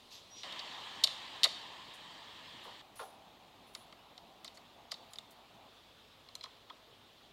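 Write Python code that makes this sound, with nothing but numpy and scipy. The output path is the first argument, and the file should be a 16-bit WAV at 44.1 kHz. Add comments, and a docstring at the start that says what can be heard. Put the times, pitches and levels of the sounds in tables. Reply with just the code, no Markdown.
"""Small plastic ticks ring briefly near the microphone: a hand lifts a tiny receiver off a stone table,
pushes an adapter into a wall socket, fits the receiver into it and works the switch under a mouse.
Ticks are bursts of tiny contacts sent through resonances; scuffs, far metal tinkles and one far knock
with its bounce are shaped noise, and a thin whistle is a sine.
A short room tail follows the hand and far sounds. Four parts each have their own hiss, over a faint hum."""
import sys
import numpy as np
from scipy import signal
from scipy.fft import rfft, irfft
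from scipy.io import wavfile
from scipy.ndimage import uniform_filter1d

SR = 44100
rng = np.random.default_rng(int(sys.argv[2]) if len(sys.argv) > 2 else 0)


def int16_out(signal):
    """Quantize to a 16-bit WAV file."""
    q = np.round(np.clip(np.atleast_2d(signal).T, -1, 1) * 32767)
    wavfile.write(sys.argv[1], SR, q.astype(np.int16))


def rack_gain(trim_db):
    """Turn a fader trim in dB into the linear factor to multiply a signal by."""
    fader = np.asarray(trim_db, float)
    return 10 ** (fader / 20)


N = 323022  # length in samples


def read(points, hz):
    """Reads a table between its points, on a log-frequency axis."""
    f, value = np.transpose(points)
    return np.interp(np.log(hz + 1), np.log(f + 1), value)


def evened(x):
    """Scales to an rms (average strength) of 1."""
    return x / np.sqrt(np.mean(x ** 2) + 1e-20)


def add(mix, s, sound):
    """Mixes a sound in at time s, in seconds."""
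    part = mix[round(s * SR):][:len(sound)]
    part += sound[:len(part)]


def noise(size, colour_db):
    """Noise of rms 1 whose spectrum in dB is the given function of Hz."""
    spectrum = rfft(rng.standard_normal(size))
    return evened(irfft(spectrum * rack_gain(colour_db(np.fft.rfftfreq(size, 1 / SR))), size))


def hiss():
    """Room noise that jumps in level and colour at the start of each part, with drifting patches."""
    # level curve of each of the four parts: start_s, level_db
    part_levels = [
        [(0, -60.5), (.432, -58)],
        [(.432, -47), (1.0, -47.5), (1.4, -49.5), (1.9, -52.5), (2.814, -53)],
        [(2.814, -60), (5.69, -60)],
        [(5.69, -60.5), (7.33, -62)],
    ]
    # colour of the air at the table, socket, wall and mouse: pitch_hz, level_db (per Hz, relative)
    table_air = [(25, -33), (50, -4.5), (1100, -2.5), (1500, -11), (2500, -7.5), (3800, 0), (5800, -15.5),
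                 (9500, -22.5), (15800, -29)]
    socket_air = [(25, -55), (50, -9.5), (230, -4), (470, -8), (1030, 1), (1490, -11.5), (1750, -3),
                  (2170, -7), (2500, -7.5), (3150, 0.5), (3800, -3), (4700, -10), (5600, -17.5),
                  (6150, -21), (6900, -19.5), (8400, -22.5), (9600, -31), (15800, -31)]
    wall_air = [(25, -54), (50, -10.5), (214, -3), (500, -6.5), (740, 0.5), (1200, -6), (1530, -14),
                (2050, -13), (3640, -8.5), (5700, -23), (6800, -24.5), (9600, -30.5), (11500, -29),
                (15800, -29.5)]
    mouse_air = [(25, -50), (50, -1.5), (330, -3.5), (700, -2.5), (1180, -5), (1550, -10), (2330, -9.5),
                 (3540, -2.5), (5800, -18.5), (9600, -26), (15800, -25.5)]
    frame, hop = 1024, 256  # samples
    low_hz, high_hz = 333, 10700
    patch_db = 1.4
    out = np.zeros(N)
    hz = np.fft.rfftfreq(frame, 1 / SR)
    # only the middle band follows the level curve; rumble and top hiss stay put
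    follows = 1 / (1 + (low_hz / (hz + 1)) ** 4) / (1 + (hz / high_hz) ** 4)
    for rows, air_colour in zip(part_levels, (table_air, socket_air, wall_air, mouse_air)):
        s, level_db = np.transpose(rows)
        size = len(np.arange(s[0], s[-1], 1 / SR))
        real, imaginary, patches = rng.standard_normal((size // hop + 5, len(hz), 3)).T
        patches = uniform_filter1d(patches, size=10, axis=0)  # smooth over pitch
        patches = evened(uniform_filter1d(patches, size=8, axis=1))  # and over time
        steady = (real + 1j * imaginary) * rack_gain(read(air_colour, hz)[:, None] + patch_db * patches)
        frame_s = s[0] + np.arange(steady.shape[1]) * hop / SR
        swing_db = np.interp(frame_s, s, level_db) - level_db[-1]
        moving = steady * rack_gain(follows[:, None] * swing_db)
        both = signal.istft(np.array([steady, moving]), nperseg=frame, noverlap=frame - hop)[1]
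        still, air = both[:, :size]
        add(out, s[0], air / still.std() * rack_gain(level_db[-1]))
    return out


def hum():
    """Faint steady sine tones below the hiss."""
    # hum tones: pitch_hz, level_db (rms)
    hum_tones = [(50, -82.5), (100, -81.5), (237, -82)]
    t = np.arange(N) / SR
    return sum(rack_gain(db) * np.sqrt(2) * np.sin(2 * np.pi * hz * t) for hz, db in hum_tones)


def scuffs():
    """Skin and plastic sliding: short grainy swishes of band noise with a quick start and slower fade."""
    # slides: start_s, length_s (stretch of the swell; the fade runs on to twice this),
    # level_db (before the swell), pitch_hz (centre), width_octaves (to 12 dB down on either side)
    slides = [(0.104, 0.1, -49, 4030, 0.88), (0.109, 0.081, -65, 11800, 0.22),
              (0.351, 0.12, -49, 3960, 0.83), (1.935, 0.032, -59, 8200, .7),
              (2.63, 0.045, -62.5, 9050, 0.86), (2.638, 0.085, -48, 735, 1.16),
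              (4.451, 0.026, -50.5, 4670, 0.43), (4.543, 0.026, -56.5, 5200, 1.05),
              (5.303, 0.031, -58, 11000, 3.2), (4.909, 0.026, -43, 4100, 0.55),
              (6.428, 0.026, -47, 4000, .7)]
    out = np.zeros(N)
    for s, length, db, hz, octaves in slides:
        u = np.arange(round(2.0 * length * SR)) / (length * SR)
        band = noise(len(u), lambda f: -12 * (np.log2((f + 1) / hz) / octaves) ** 2)
        grain_db = 2.0 * evened(uniform_filter1d(rng.standard_normal(len(u)), size=60))
        swell = 4.7 * u * np.exp(-3.2 * u)
        add(out, s, rack_gain(db) * evened(band * rack_gain(grain_db)) * swell)
    return out


def whistle():
    """A thin high sine of steady pitch that swells twice."""
    # loudness of the whistle: start_s, level_db (rms)
    swells = [(0.302, -67), (.335, -55), (.358, -61), (.383, -54), (.408, -63), (.438, -63)]
    pitch_hz = 5750
    s, db = np.transpose(swells)
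    t = np.arange(s[0], s[-1], 1 / SR)
    tone = np.sqrt(2) * np.sin(2 * np.pi * pitch_hz * t)
    out = np.zeros(N)
    add(out, s[0], tone * rack_gain(np.interp(t, s, db)) * signal.windows.tukey(len(t), .1))  # soft ends
    return out


def ring(resonances, chatter_s, fade_s, chance, rise_s=.0001):
    """A first contact, a chatter of tiny ones and their dying rattle excite broad resonances; peak 1."""
    chatter_db, chatter_fade_db = -14.5, -6  # against the first contact; change while the chatter lasts
    t = np.arange(len(chance)) / SR
    after_s = np.maximum(t - chatter_s, 0)
    fall_db = chatter_fade_db * np.minimum(t / max(chatter_s, 1 / SR), 1) - 60 * after_s / fade_s
    rattle = chance * rack_gain(chatter_db + fall_db) * (1 - np.exp(-t / rise_s))
    rattle[round(rise_s * SR)] += 1  # the first contact
    lines = rfft(rattle)
    rattle = irfft(lines / abs(lines), len(t))  # colourless: all colour comes from the resonances
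    rattle = rattle * rack_gain(-27 * after_s / fade_s)  # fades once more, since the step above spreads it in time
    sound = 0
    for hz, width, db in resonances:
        b, a = signal.iirpeak(hz, hz / width, SR)
        twice = signal.lfilter(b, a, signal.lfilter(b, a, rattle))
        sound = sound + rack_gain(db) * twice / width
    return sound / abs(sound).max()


def ticks():
    """Each contact rings a plastic shell at once; the low thud of what holds it swells more slowly."""
    # ticks: start_s, level_db (peak of the shell's ring), thud_db and edge_db (against that peak),
    # chatter_s, pitch_hz (favoured by the spot struck)
    contacts = [(.433, -32, -16, -23, 0.00091, 4060), (0.524, -37, -8, -17, 0.0035, 4140),
                (.592, -33, -28, -25, 0.0052, 4300), (1.0368, -19, -32, -26, .0005, 4560),
                (1.0381, -13.5, -30, -10, 0.0012, 5350), (1.0404, -11.5, -28, -12, 0.0013, 4060),
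                (1.043, -13, -39, -24, 0.0013, 4400), (1.0706, -34, -22, -27, 0.001, 4400),
                (1.0729, -23, -16, -19, 0.0011, 3760), (1.433, -8.5, -25.5, -16, 0.0001, 4300),
                (1.4401, -11.5, -40, -8.5, 0.00036, 4500), (1.441, -14, -12.5, -11, 0.0074, 3950),
                (1.454, -23, -6.5, -14, 0.0047, 4160), (3.7496, -33.5, -10, -1.5, 0.0028, 5300),
                (3.925, -46.5, 0.5, -14, 0.0011, 3190), (4.178, -40, -14, -15, 0.0016, 5310),
                (4.445, -38, -5.5, -5, 0.0042, 3620), (4.478, -35.5, -17, -19, 0.0035, 3850),
                (4.572, -48.5, -1.5, -5, 0.0045, 4400), (4.9166, -28.5, -8, -10, 0.0033, 4820),
                (4.941, -36, -24, -22, .001, 4500), (5.134, -41, -11, 0, 0.0023, 4760),
                (5.1574, -40, -17, -22, 0.00034, 4800), (5.185, -31, -15, -15, 0.003, 3670),
                (6.287, -43, -13, -18, .0005, 3900), (6.3522, -33, -19, -6, 0.0012, 5900),
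                (6.4097, -36.5, -17, -24, 0.00055, 3950), (6.438, -33.5, -8.5, -13.5, 0.0025, 3420),
                (6.4573, -46, 0.5, -22, 0.00038, 3320), (6.6982, -43.5, 2, -22, 0.0034, 3320)]
    # resonances: pitch_hz, width_hz (of one filter pass; two are made), level_db (relative weight)
    socket_shell = [(2200, 600, -11), (3240, 520, -0.5), (3690, 410, -1), (3950, 780, 9), (4400, 360, -2),
                    (4820, 410, -6.5), (5350, 270, -14.5)]  # adapter and socket
    mouse_shell = [(2250, 470, -5), (3320, 310, -1), (4100, 350, 6), (4960, 450, -1), (5900, 220, -16.5)]
    wall_plate = [(649, 260, -1), (1125, 370, 3), (2045, 390, 2.5)]
    palm = [(705, 350, 2), (1034, 250, 8.5), (1260, 75, -2), (1880, 530, 2)]  # hand round the mouse
    bright_edge = [(7170, 1100, -0.5), (8080, 1600, 1), (11050, 2300, -1)]
    mouse_from_s = 5.69
    shell_fade_s, edge_fade_s, thud_fade_s = 0.029, 0.04, 0.044  # rattle after the chatter
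    thud_rise_s = 0.00047
    spread_db, detune = 1.5, .01  # random change of each resonance's level and (as a fraction) pitch
    lift_db, lift_octaves = 14, 0.032  # resonances near the favoured pitch ring louder
    close, for_room = out = np.zeros((2, N))  # the room takes up the ticks without the favoured pitch
    for s, db, thud_db, edge_db, chatter_s, spot_hz in contacts:
        shell, holder = (socket_shell, wall_plate) if s < mouse_from_s else (mouse_shell, palm)
        shell_chance, edge_chance, thud_chance = rng.standard_normal((3, 2500))
        struck = []
        for hz, width, weight_db in shell:
            shift, change = rng.standard_normal(2)
            nearness = np.exp(-(np.log2(hz / spot_hz) / lift_octaves) ** 2)
            struck_db = weight_db + spread_db * change + lift_db * nearness
            struck.append((hz * (1 + detune * shift), width, struck_db))
        extras = rack_gain(edge_db) * ring(bright_edge, chatter_s, edge_fade_s, edge_chance)
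        extras += rack_gain(thud_db) * ring(holder, chatter_s, thud_fade_s, thud_chance, thud_rise_s)
        add(close, s, rack_gain(db) * (extras + ring(struck, chatter_s, shell_fade_s, shell_chance)))
        add(for_room, s, rack_gain(db) * (extras + ring(shell, chatter_s, shell_fade_s, shell_chance)))
    # contacts are too soft for the top treble
    return signal.sosfilt(signal.butter(4, 13200, fs=SR, output="sos"), out)


def tinkles():
    """Small far metal shivers: noise in two narrow bands over a bright hiss."""
    # tinkles: start_s, level_db (at the start), length_s (to 20 dB down)
    shivers = [(2.956, -57.5, 0.19), (3.667, -72, 0.11), (3.736, -65, 0.14), (5.106, -71, 0.089)]
    # narrow metal bands: pitch_hz, width_hz, level_db (relative)
    metal_bands = [(10380, 47, 6), (12000, 70, -4)]

    def shimmer_db(f):
        power = rack_gain(-34) / (1 + (f / 10000) ** 4)  # the bright hiss
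        for hz, width, db in metal_bands:
            power = power + rack_gain(2 * db) / (1 + (2 * (f - hz) / width) ** 2)
        return 10 * np.log10(power)

    out = np.zeros(N)
    for s, db, length in shivers:
        u = np.arange(round(1.1 * length * SR)) / (length * SR)
        add(out, s, rack_gain(db - 20 * u ** 2) * np.minimum(u * 200, 1) * noise(len(u), shimmer_db))
    return out


def knocks():
    """A dull far knock and its bounce: dying noise with a hollow tone that lingers."""
    # knock and bounce: start_s, level_db (of the blow, before its soft rise)
    blows = [(2.990, -37), (3.008, -40.5)]
    # colour of the blow: pitch_hz, level_db (per Hz, relative)
    blow_colour = [(250, -36), (450, 0.5), (660, 1), (1250, 0), (2000, -15), (4000, -13.5), (15000, -51)]
    # hollow tone: pitch_hz, width_hz (to 6 dB down on either side), level_db (against the blow), fade_s (60 dB)
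    hollow_hz, width_hz, hollow_db, hollow_fade_s = (742, 115, -18, 1.1)
    rise_s, blow_fade_s = .004, 0.12  # the fade is by 60 dB
    out = np.zeros(N)
    t = np.arange(SR // 2) / SR
    for s, db in blows:
        blow = rack_gain(-60 * t / blow_fade_s) * noise(len(t), lambda f: read(blow_colour, f))
        hollow = noise(len(t), lambda f: -20 * np.log10(1 + ((f - hollow_hz) / width_hz) ** 2))
        hollow = rack_gain(hollow_db - 60 * t / hollow_fade_s) * hollow
        add(out, s, rack_gain(db) * (1 - np.exp(-t / rise_s)) * (blow + hollow))
    return out


def room(x):
    """The room's tail: sparse echoes of random sign, each band dying at its own speed."""
    # dying of the echoes: pitch_hz, fade_s (by 60 dB)
    echo_fades = [(500, 0.3), (1500, 1), (3800, 0.68), (8000, 0.57), (12000, 0.36)]
    taps = np.zeros(SR)
    at = np.arange(200, SR - 20, 20)  # samples
    taps[at + rng.integers(0, 20, len(at))] = rng.choice([-1., 1.], len(at))
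    hz, t, z = signal.stft(taps, SR, nperseg=256)
    tail = signal.istft(z * rack_gain(-60 * t / read(echo_fades, hz)[:, None]), SR, nperseg=256)[1]
    return signal.fftconvolve(x, tail / np.linalg.norm(tail))[:N]


def scene():
    """Hand sounds and far sounds with their room tail, and the whistle, over hiss and hum."""
    room_db = -16
    close_ticks, room_ticks = ticks()
    others = scuffs() + tinkles() + knocks()
    tail = rack_gain(room_db) * room(room_ticks + others)
    return (close_ticks + others + tail + whistle() + hiss() + hum())[None]


def low_pass(x):
    """Removes everything above the highest recorded frequency."""
    return signal.sosfilt(signal.butter(12, 16110, fs=SR, output="sos"), x)


def record(dry):
    """Low tones lag behind high ones, so every click droops in pitch; the top treble is cut off."""
    lag_at_1k_s, top_khz = 0.003725, 15.9
    khz = np.fft.rfftfreq(N, 1000 / SR)
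    lag_s = lag_at_1k_s / np.maximum(khz, .4) ** 1.597  # no longer grows below 0.4 kHz
    turn = np.exp(-2j * np.pi * np.cumsum(lag_s) * SR / N)  # phase turn that gives each pitch its lag
    drooped = irfft(rfft(dry, N) * (khz < top_khz) * turn, N)[:, :N]
    return low_pass(drooped)


dry = scene()
out = record(dry)
int16_out(out)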